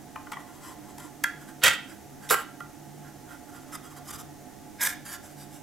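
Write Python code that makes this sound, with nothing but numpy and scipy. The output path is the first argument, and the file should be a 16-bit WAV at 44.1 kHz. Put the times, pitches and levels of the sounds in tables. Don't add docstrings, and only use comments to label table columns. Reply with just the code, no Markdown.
import sys
import numpy as np
from scipy import signal
from scipy.fft import rfft, irfft
from scipy.io import wavfile
from scipy.ndimage import uniform_filter1d

SR = 44100
rng = np.random.default_rng(int(sys.argv[2]) if len(sys.argv) > 2 else 0)


def transcribe(u):
    v = np.clip(np.atleast_2d(u).T, -1, 1)
    q = np.round(v * 32767).astype(np.int16)
    wavfile.write(sys.argv[1], SR, q)


N = 247930
BINS = np.fft.rfftfreq(8192, 1 / SR)

# centre in Hz, width in Hz, relative level in dB.
CAN_MODES = [(1063, 77, -3.5), (1388, 340, -15.5), (1390, 14, 6), (1530, 12, -1.5), (1850, 160, -6.5),
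             (2007, 95, -4), (2430, 83, -17.5), (3290, 144, -8.5)]


def gain_of(db):
    return 10 ** (np.asarray(db) / 20)


def evened(x):
    return x / np.sqrt(np.mean(x ** 2) + 1e-20)


def read(points, hz):
    f, value = np.transpose(points)
    return np.interp(np.log(hz + 1), np.log(f + 1), value)


def add(mix, s, sound):
    part = mix[max(round(s * SR), 0):][:len(sound)]
    part += sound[:len(part)]


def resonances(modes, hz=BINS):
    f = hz + 1
    power = 0
    for centre, width, db in modes:
        detuning = (f * f - centre ** 2) / (f * width)
        power = power + gain_of(db) ** 2 / (1 + detuning ** 2)
    return np.sqrt(power)


def ring(drive, gain):
    log_gain = np.log(np.concatenate([gain, gain[-2:0:-1]]) + 1e-6)
    response = np.exp(np.conj(signal.hilbert(log_gain)))
    taps = np.fft.ifft(response).real[:len(gain)]
    return signal.fftconvolve(drive, taps / np.linalg.norm(taps))


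def struck(modes, bass_hz, order=3):
    t = np.arange(SR // 5) / SR
    out = np.zeros(len(t))
    for k, (hz, width, db) in enumerate(sorted(modes)):
        decay = np.exp(-np.pi * width * t)
        out += (-1) ** k * gain_of(db) * width * decay * np.sin(2 * np.pi * hz * t)
    bass_cut = signal.butter(order, bass_hz, "high", fs=SR, output="sos")
    return signal.sosfilt(bass_cut, out)


def slips(size, per_s, spread_db, rub):
    chance = rng.random(size)
    strength = rng.exponential(1, size)
    fine = rng.standard_normal(size)
    clicks = (chance < per_s / SR) * gain_of(spread_db * np.minimum(strength, 4)) * np.sign(fine)
    force = evened(clicks) + rub * fine
    return force / np.sqrt(abs(uniform_filter1d(force ** 2, size=400)) + 1e-9)


def diffuse(pair):
    # frequency in Hz, likeness of the two sides from 0 to 1.
    likeness = [(60, 0.83), (300, 0.41), (1500, 0.95), (4000, 0.52), (14000, 0.73)]
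    a, b = rfft(pair)
    same = np.clip(read(likeness, np.fft.rfftfreq(pair.shape[1], 1 / SR)), 0, 1)
    shared = np.sqrt((1 + same) / 2) * a
    own = np.sqrt((1 - same) / 2) * b
    return shared + np.array([own, -own])


def background(hum_db=-48, air_db=-53):
    # centre in Hz, width in Hz, relative level in dB.
    hum_bands = [(146.2, 2.8, 6.5), (138.5, 7.1, -15), (206.4, 5.8, -2.5), (257.8, 13.5, -4),
                 (299.2, 8.8, -0.5), (324, 32, -8), (589.6, 9.5, -11.5), (716.3, 14.4, -4.5),
                 (766, 15, -13), (849, 18.5, -7)]
    # frequency in Hz, relative level in dB per Hz.
    air_spectrum = [(20, -6), (50, -4), (100, 3), (130, -2.5), (180, -10.5), (400, -2), (600, -8),
                    (1000, -13.5), (1400, -12), (1900, -10.5), (2350, -16.5), (4500, -18), (6300, -13),
                    (8500, -17), (12500, -18), (16000, -23.5)]
    hz = np.fft.rfftfreq(N, 1 / SR)
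    hum = irfft(diffuse(rng.standard_normal((2, N))) * resonances(hum_bands, hz), N)
    air = irfft(diffuse(rng.standard_normal((2, N))) * gain_of(read(air_spectrum, hz)), N)
    return gain_of(hum_db) * evened(hum) + gain_of(air_db) * evened(air)


def room(x, first_s=0.0025, build_s=0.011):
    # frequency in Hz, time to fall by 60 dB in seconds.
    decay_times = [(300, 0.17), (1500, 0.39), (3200, 0.3958), (6000, 0.3), (14000, 0.18)]
    # frequency in Hz, level in dB against the direct sound.
    tail_levels = [(200, -8.5), (1600, -6), (3200, -5), (6000, -9.5), (14000, -15)]
    t = np.arange(SR // 2) / SR
    swell = np.clip((t - first_s) / build_s, 0, 1)
    noise = irfft(diffuse(rng.standard_normal((2, len(t))))) * swell
    hz, at, z = signal.stft(noise, SR, nperseg=256)
    t60 = read(decay_times, hz)[:, None]
    unit_energy = np.sqrt(2 * np.log(1000) / (t60 * SR))
    fade = np.exp(-np.log(1000) * at / t60) * unit_energy
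    level = gain_of(read(tail_levels, hz))[:, None]
    tail = signal.istft(z * fade * level, SR, nperseg=256)[1][:, :len(t)]
    return signal.fftconvolve(x[None], tail, axes=1)[:, :N]


def nearby(x, near_s=0.0013, count=5):
    # frequency in Hz, level in dB against the direct sound.
    side_levels = [(100, -2), (500, -2.5), (1500, -8.5), (3000, -20), (5000, -11), (9000, -6), (14000, -13)]
    t = np.arange(SR // 40) / SR
    taps = rng.standard_normal((count, len(t))) * np.exp(-t / near_s)
    taps /= np.linalg.norm(taps, axis=1, keepdims=True)
    pose = np.arange(N) / N * (count - 1)
    share = np.sqrt(np.maximum(1 - abs(pose - np.arange(count)[:, None]), 0))
    side = signal.fftconvolve(x * share, taps, axes=1)[:, :N].sum(0)
    side = irfft(rfft(side) * gain_of(read(side_levels, np.fft.rfftfreq(N, 1 / SR))), N)
    return np.array([side, -side])


def plate_shifts(mix):
    # middle in seconds, length in seconds, level in dB.
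    shifts = [(0.876, 0.13, -56), (3.784, 0.056, -59), (4.161, .1, -55)]
    # centre in Hz, width in Hz, relative level in dB.
    cloth_modes = [(65, 35, 1), (105, 40, -2)]
    for s, length, db in shifts:
        swell = np.hanning(round(2 * length * SR))
        push = swell * rng.standard_normal(len(swell))
        add(mix, s - length, gain_of(db) * ring(push, resonances(cloth_modes) ** 2))


def contact_burst(s, ring_db, spot_hz, tick_db, modes, bass_hz, spot_width_hz=100, spot_db=1, octave_db=9.5,
                  chatter_s=0.0021, chatter=1.0, lead_s=.006, rattle=0.27, rattle_s=0.014):
    # frequency in Hz, relative level in dB per Hz.
    tick_spectrum = [(100, -51), (900, -38), (2000, 5), (3500, 0), (4400, -0.5), (5400, 5.5), (6500, 1),
                     (8000, 1), (10000, -1.5), (11500, 4), (14000, -6), (16000, -12)]
    t = np.arange(0, 6 * lead_s, 1 / SR) - lead_s
    contacts = slips(len(t), per_s=5800, spread_db=5, rub=0.38)
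    burst = contacts * np.exp(-.5 * (t / chatter_s) ** 2)
    burst /= np.linalg.norm(burst)
    settle = contacts * np.exp(-abs(t) / rattle_s) * (t > 0)
    force = chatter * burst + rattle * settle / np.linalg.norm(settle)
    force[np.argmin(abs(t))] += 1
    woken = [(hz, width, db - octave_db * abs(np.log2(hz / spot_hz))) for hz, width, db in modes]
    spot = (spot_hz, spot_width_hz, spot_db)
    body = signal.fftconvolve(force, struck(woken + [spot], bass_hz))
    sound = gain_of(ring_db) * body / np.linalg.norm(body)
    tick = ring(burst, gain_of(read(tick_spectrum, BINS)))
    add(sound, 0, gain_of(tick_db) * tick)
    return s - lead_s, sound


def plate_bumps(mix):
    # time in seconds, ring in dB, pitch of the struck spot in Hz, tick in dB.
    bumps = [(0.16, -7.5, 1192, -31), (0.271, -16, 1460, -44), (0.321, -7, 1285, -17),
             (0.3338, -16, 2270, -43), (0.3705, -8.5, 1054, -40)]
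    # centre in Hz, width in Hz, relative level in dB.
    plate_modes = [(278, 87, -3), (630, 150, -14), (862, 63, -1.5), (1046, 30, 0.5), (1196, 46, 0),
                   (1458, 99, -20), (1965, 90, -1.5), (2420, 91, -8.5), (3000, 220, -11)]
    for row in bumps:
        add(mix, *contact_burst(*row, plate_modes, bass_hz=330))


def scratch(s, length, db, spot_width_hz=130, spot_db=3, top_hz=14200, grip=0.04):
    # time in seconds,
    # pitch of the touched spot in Hz, hiss of the tines in dB over the can's ring.
    contact_path = [(0.33, 1110, -13), (0.6, 1030, -5), (1.05, 990, -3), (1.5, 1530, -3),
                    (3.06, 1620, -6.5), (3.32, 1440, -7.5), (3.74, 1280, -2), (3.98, 1120, -2),
                    (4.13, 1270, 2.5), (5.07, 1650, 1.5), (5.35, 1590, 7)]
    # centre in Hz before retuning, width in Hz, relative level in dB.
    tine_modes = [(2170, 225, 0), (2930, 68, -0.5), (3590, 230, -0.5), (4955, 110, 4.5), (5980, 280, -1),
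                  (6640, 170, -6.5), (7420, 250, 2.5), (8000, 340, 0), (9700, 1500, -7), (11300, 1300, -3),
                  (12900, 1000, -5)]
    times, pitches, hisses = np.transpose(contact_path)
    spot_hz, hiss_db = np.interp(s, times, pitches), np.interp(s, times, hisses)
    swell = np.hanning(round(2 * length * SR))
    retune = 1 + grip * rng.standard_normal(len(tine_modes))
    gripped = [(hz * k, width, level) for (hz, width, level), k in zip(tine_modes, retune)]
    force = gain_of(db) * swell * slips(len(swell), per_s=1500, spread_db=0.0, rub=1.0)
    body = ring(force, resonances(CAN_MODES + [(spot_hz, spot_width_hz, spot_db)]))
    tines = ring(force, resonances(gripped) / np.sqrt(1 + (BINS / top_hz) ** 10))
    return s - length, body + gain_of(hiss_db) * tines


def fumble(start, end, db, gap_s=.06, length_s=0.046, spread_db=7):
    times = np.arange(start, end, gap_s)
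    late, longer, louder = rng.uniform(-1, 1, (len(times), 3)).T
    return zip(times + late * gap_s / 2, length_s * (1 + longer / 2), db + spread_db * louder)


def rim_scratches(mix):
    # middle in seconds, length in seconds, level in dB.
    strokes = [(0.332, 0.022, -39), (0.671, 0.085, -46), (1.002, .018, -45), (1.044, .066, -50.5),
               (1.91, 0.053, -51), (2.253, 0.064, -49.5), (3.062, .068, -56.5), (3.322, 0.064, -49.5),
               (3.739, 0.03, -42.5), (3.754, .014, -38), (3.857, 0.041, -50.5), (3.919, .029, -53),
               (3.976, 0.025, -48), (4.09, 0.025, -44.5), (4.11, .011, -40), (4.139, 0.021, -43.5),
               (4.159, 0.016, -46.5), (4.201, 0.033, -47), (5.061, .017, -46), (5.093, 0.052, -45.5),
               (5.137, 0.045, -42.5), (5.256, 0.045, -56.5), (5.55, 0.065, -59.5)]
    # start in seconds, end in seconds, middle level in dB.
    fumbles = [(0.424, 0.92, -55), (1.38, 1.55, -56), (3.482, 3.72, -57), (3.993, 4.06, -55),
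               (5.332, 5.45, -60)]
    faint = [row for spell in fumbles for row in fumble(*spell)]
    for row in [*strokes, *faint]:
        add(mix, *scratch(*row))


def can_bursts(mix):
    # time in seconds, ring in dB, pitch of the excited spot in Hz, tick in dB.
    bursts = [(0.9835, -19.5, 850, -20), (1.2409, 6.5, 1660, 0.5), (1.6392, 3.5, 1860, 7),
              (1.6440, -1, 1380, -3), (1.6495, 6, 1940, -4), (1.6670, 7, 1950, -4),
              (2.292, -14, 3700, -12.5), (2.301, -8, 3800, -3), (2.3115, 3.5, 1320, -7),
              (2.3420, 3.5, 1400, -22), (2.6060, -9.5, 1373, -29), (4.8720, -3.5, 1600, -4)]
    for row in bursts:
        add(mix, *contact_burst(*row, CAN_MODES, bass_hz=900))


def rasp(row, modes, grit_colour, per_s, surge_db, bass_hz, surge_s=.003, grit_follow=2,
         start_db=-35.5, let_go_s=0.0046, slide_s=0.065, lift_s=0.036):
    bite, hold, ring_db, grit_db, rise, sag, drop, fade = row
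    t = np.arange(start_db / rise, hold + slide_s + lift_s, 1 / SR)
    free = np.maximum(t - hold, 0)
    press_db = rise * np.minimum(t, 0) - sag * np.clip(t, 0, hold)
    release_db = -drop * np.minimum(free / let_go_s, 1) - fade * free
    lift = np.minimum((t[-1] - t) / lift_s, 1)

    knots = np.arange(t[0], t[-1] + surge_s, surge_s)
    surges = gain_of(surge_db * np.interp(t, knots, rng.uniform(-1.4, 1, len(knots))))
    scrape = evened(surges * slips(len(t), per_s, spread_db=3, rub=0.94))
    force = scrape * gain_of(release_db) * lift

    radiated = BINS ** 2 / (BINS ** 2 + bass_hz ** 2)
    body = ring(force * gain_of(ring_db + press_db), resonances(modes) * radiated)
    grit_force = force * gain_of(grit_db + grit_follow * press_db)
    grit = ring(grit_force, gain_of(read(grit_colour, BINS)))
    return bite + t[0], body + grit


def lid_rasps(mix):
    # bite in seconds, hold in seconds, ring in dB, grit in dB, rise in dB per second,
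    # sag during the hold in dB per second, drop on letting go in dB, fade in dB per second.
    rasp_rows = [(1.638, 0.046, -17, -26.5, 1399.5, 20, 3, 265),
                 (2.308, 0.039, -19, -21, 2800, 125, 11.5, 69),
                 (4.814, 0.056, -29, -27.5, 1000, -6, 4, 252)]
    # centre in Hz, width in Hz, relative level in dB.
    pry_modes = [(119, 110, -13.5), (580, 200, -12.5), (910, 110, -12), (1293, 35, -5), (1390, 36, 2.5),
                 (1430, 81, -4.5), (1580, 40, -1), (1760, 1300, -9.5), (1844, 17, 1), (1940, 25, 2),
                 (1960, 25, -1), (2180, 35, -2.5), (2290, 22, -5), (2600, 39, -3), (2900, 300, -9),
                 (3150, 70, 0.5), (3230, 25, 2), (3620, 700, -8), (3900, 50, -11), (4640, 50, -7.5)]
    bend_modes = [(225, 120, -18), (481, 124, -10.5), (807, 65, -10.5), (960, 90, -12.5), (1140, 66, -14),
                  (1366, 23, 4), (1586, 50, -6), (1900, 150, -24), (2226, 38, -14), (3000, 190, -18.5),
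                  (7770, 140, -16)]
    drag_modes = [(560, 70, -14), (964, 130, -10.5), (1360, 70, -22), (1658, 52, 3.5), (1970, 71, -7),
                  (2190, 120, -5.5), (2400, 95, -6.5), (3200, 180, -29), (3730, 280, -13.5),
                  (5180, 68, -4.5), (8270, 96, -9)]
    # frequency in Hz, relative level in dB per Hz.
    pry_colour = [(100, -49), (1000, -20), (2500, 0), (4000, 10), (5500, 7), (7500, 10), (10000, -2),
                  (12500, 1), (14000, -16), (16000, -3)]
    bend_colour = [(100, -45), (1000, -6), (3000, -4), (4800, -3.5), (6200, -9.5), (7600, 0.5),
                   (9500, -0.5), (11500, -0.5), (12800, 3), (14000, -11), (16000, -10)]
    drag_colour = [(100, -40), (1000, -23), (3000, -3.5), (4400, -7), (6000, 1), (7600, 0), (9000, 0.5),
                   (11000, 1), (12600, -3), (13300, 10), (14000, -13), (16000, -26.5)]
    pry, bend, drag = rasp_rows
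    add(mix, *rasp(pry, pry_modes, pry_colour, per_s=2500, surge_db=4.5, bass_hz=40))
    add(mix, *rasp(bend, bend_modes, bend_colour, per_s=3400, surge_db=-0.7, bass_hz=240))
    add(mix, *rasp(drag, drag_modes, drag_colour, per_s=4900, surge_db=3.5, bass_hz=306))


def scene():
    direct = np.zeros(N)
    plate_shifts(direct)
    plate_bumps(direct)
    rim_scratches(direct)
    can_bursts(direct)
    lid_rasps(direct)
    return direct + nearby(direct) + room(direct) + background()


def record(dry, edge_hz=15900):
    # frequency in Hz, left minus right in dB.
    lean = [(50, -8.5), (150, -1), (300, -8.5), (700, -5.5), (1300, -3.5), (2200, -3.5), (5000, -1),
            (8000, 4.5), (13000, -4)]
    lean_db = read(lean, np.fft.rfftfreq(N, 1 / SR))
    heard = irfft(rfft(dry) * gain_of(np.array([lean_db, -lean_db]) / 2), N)
    low_pass = signal.firwin(511, edge_hz, window=("kaiser", 9), fs=SR)
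    return signal.oaconvolve(heard, low_pass[None], "same")


dry = scene()
out = record(dry)
transcribe(out)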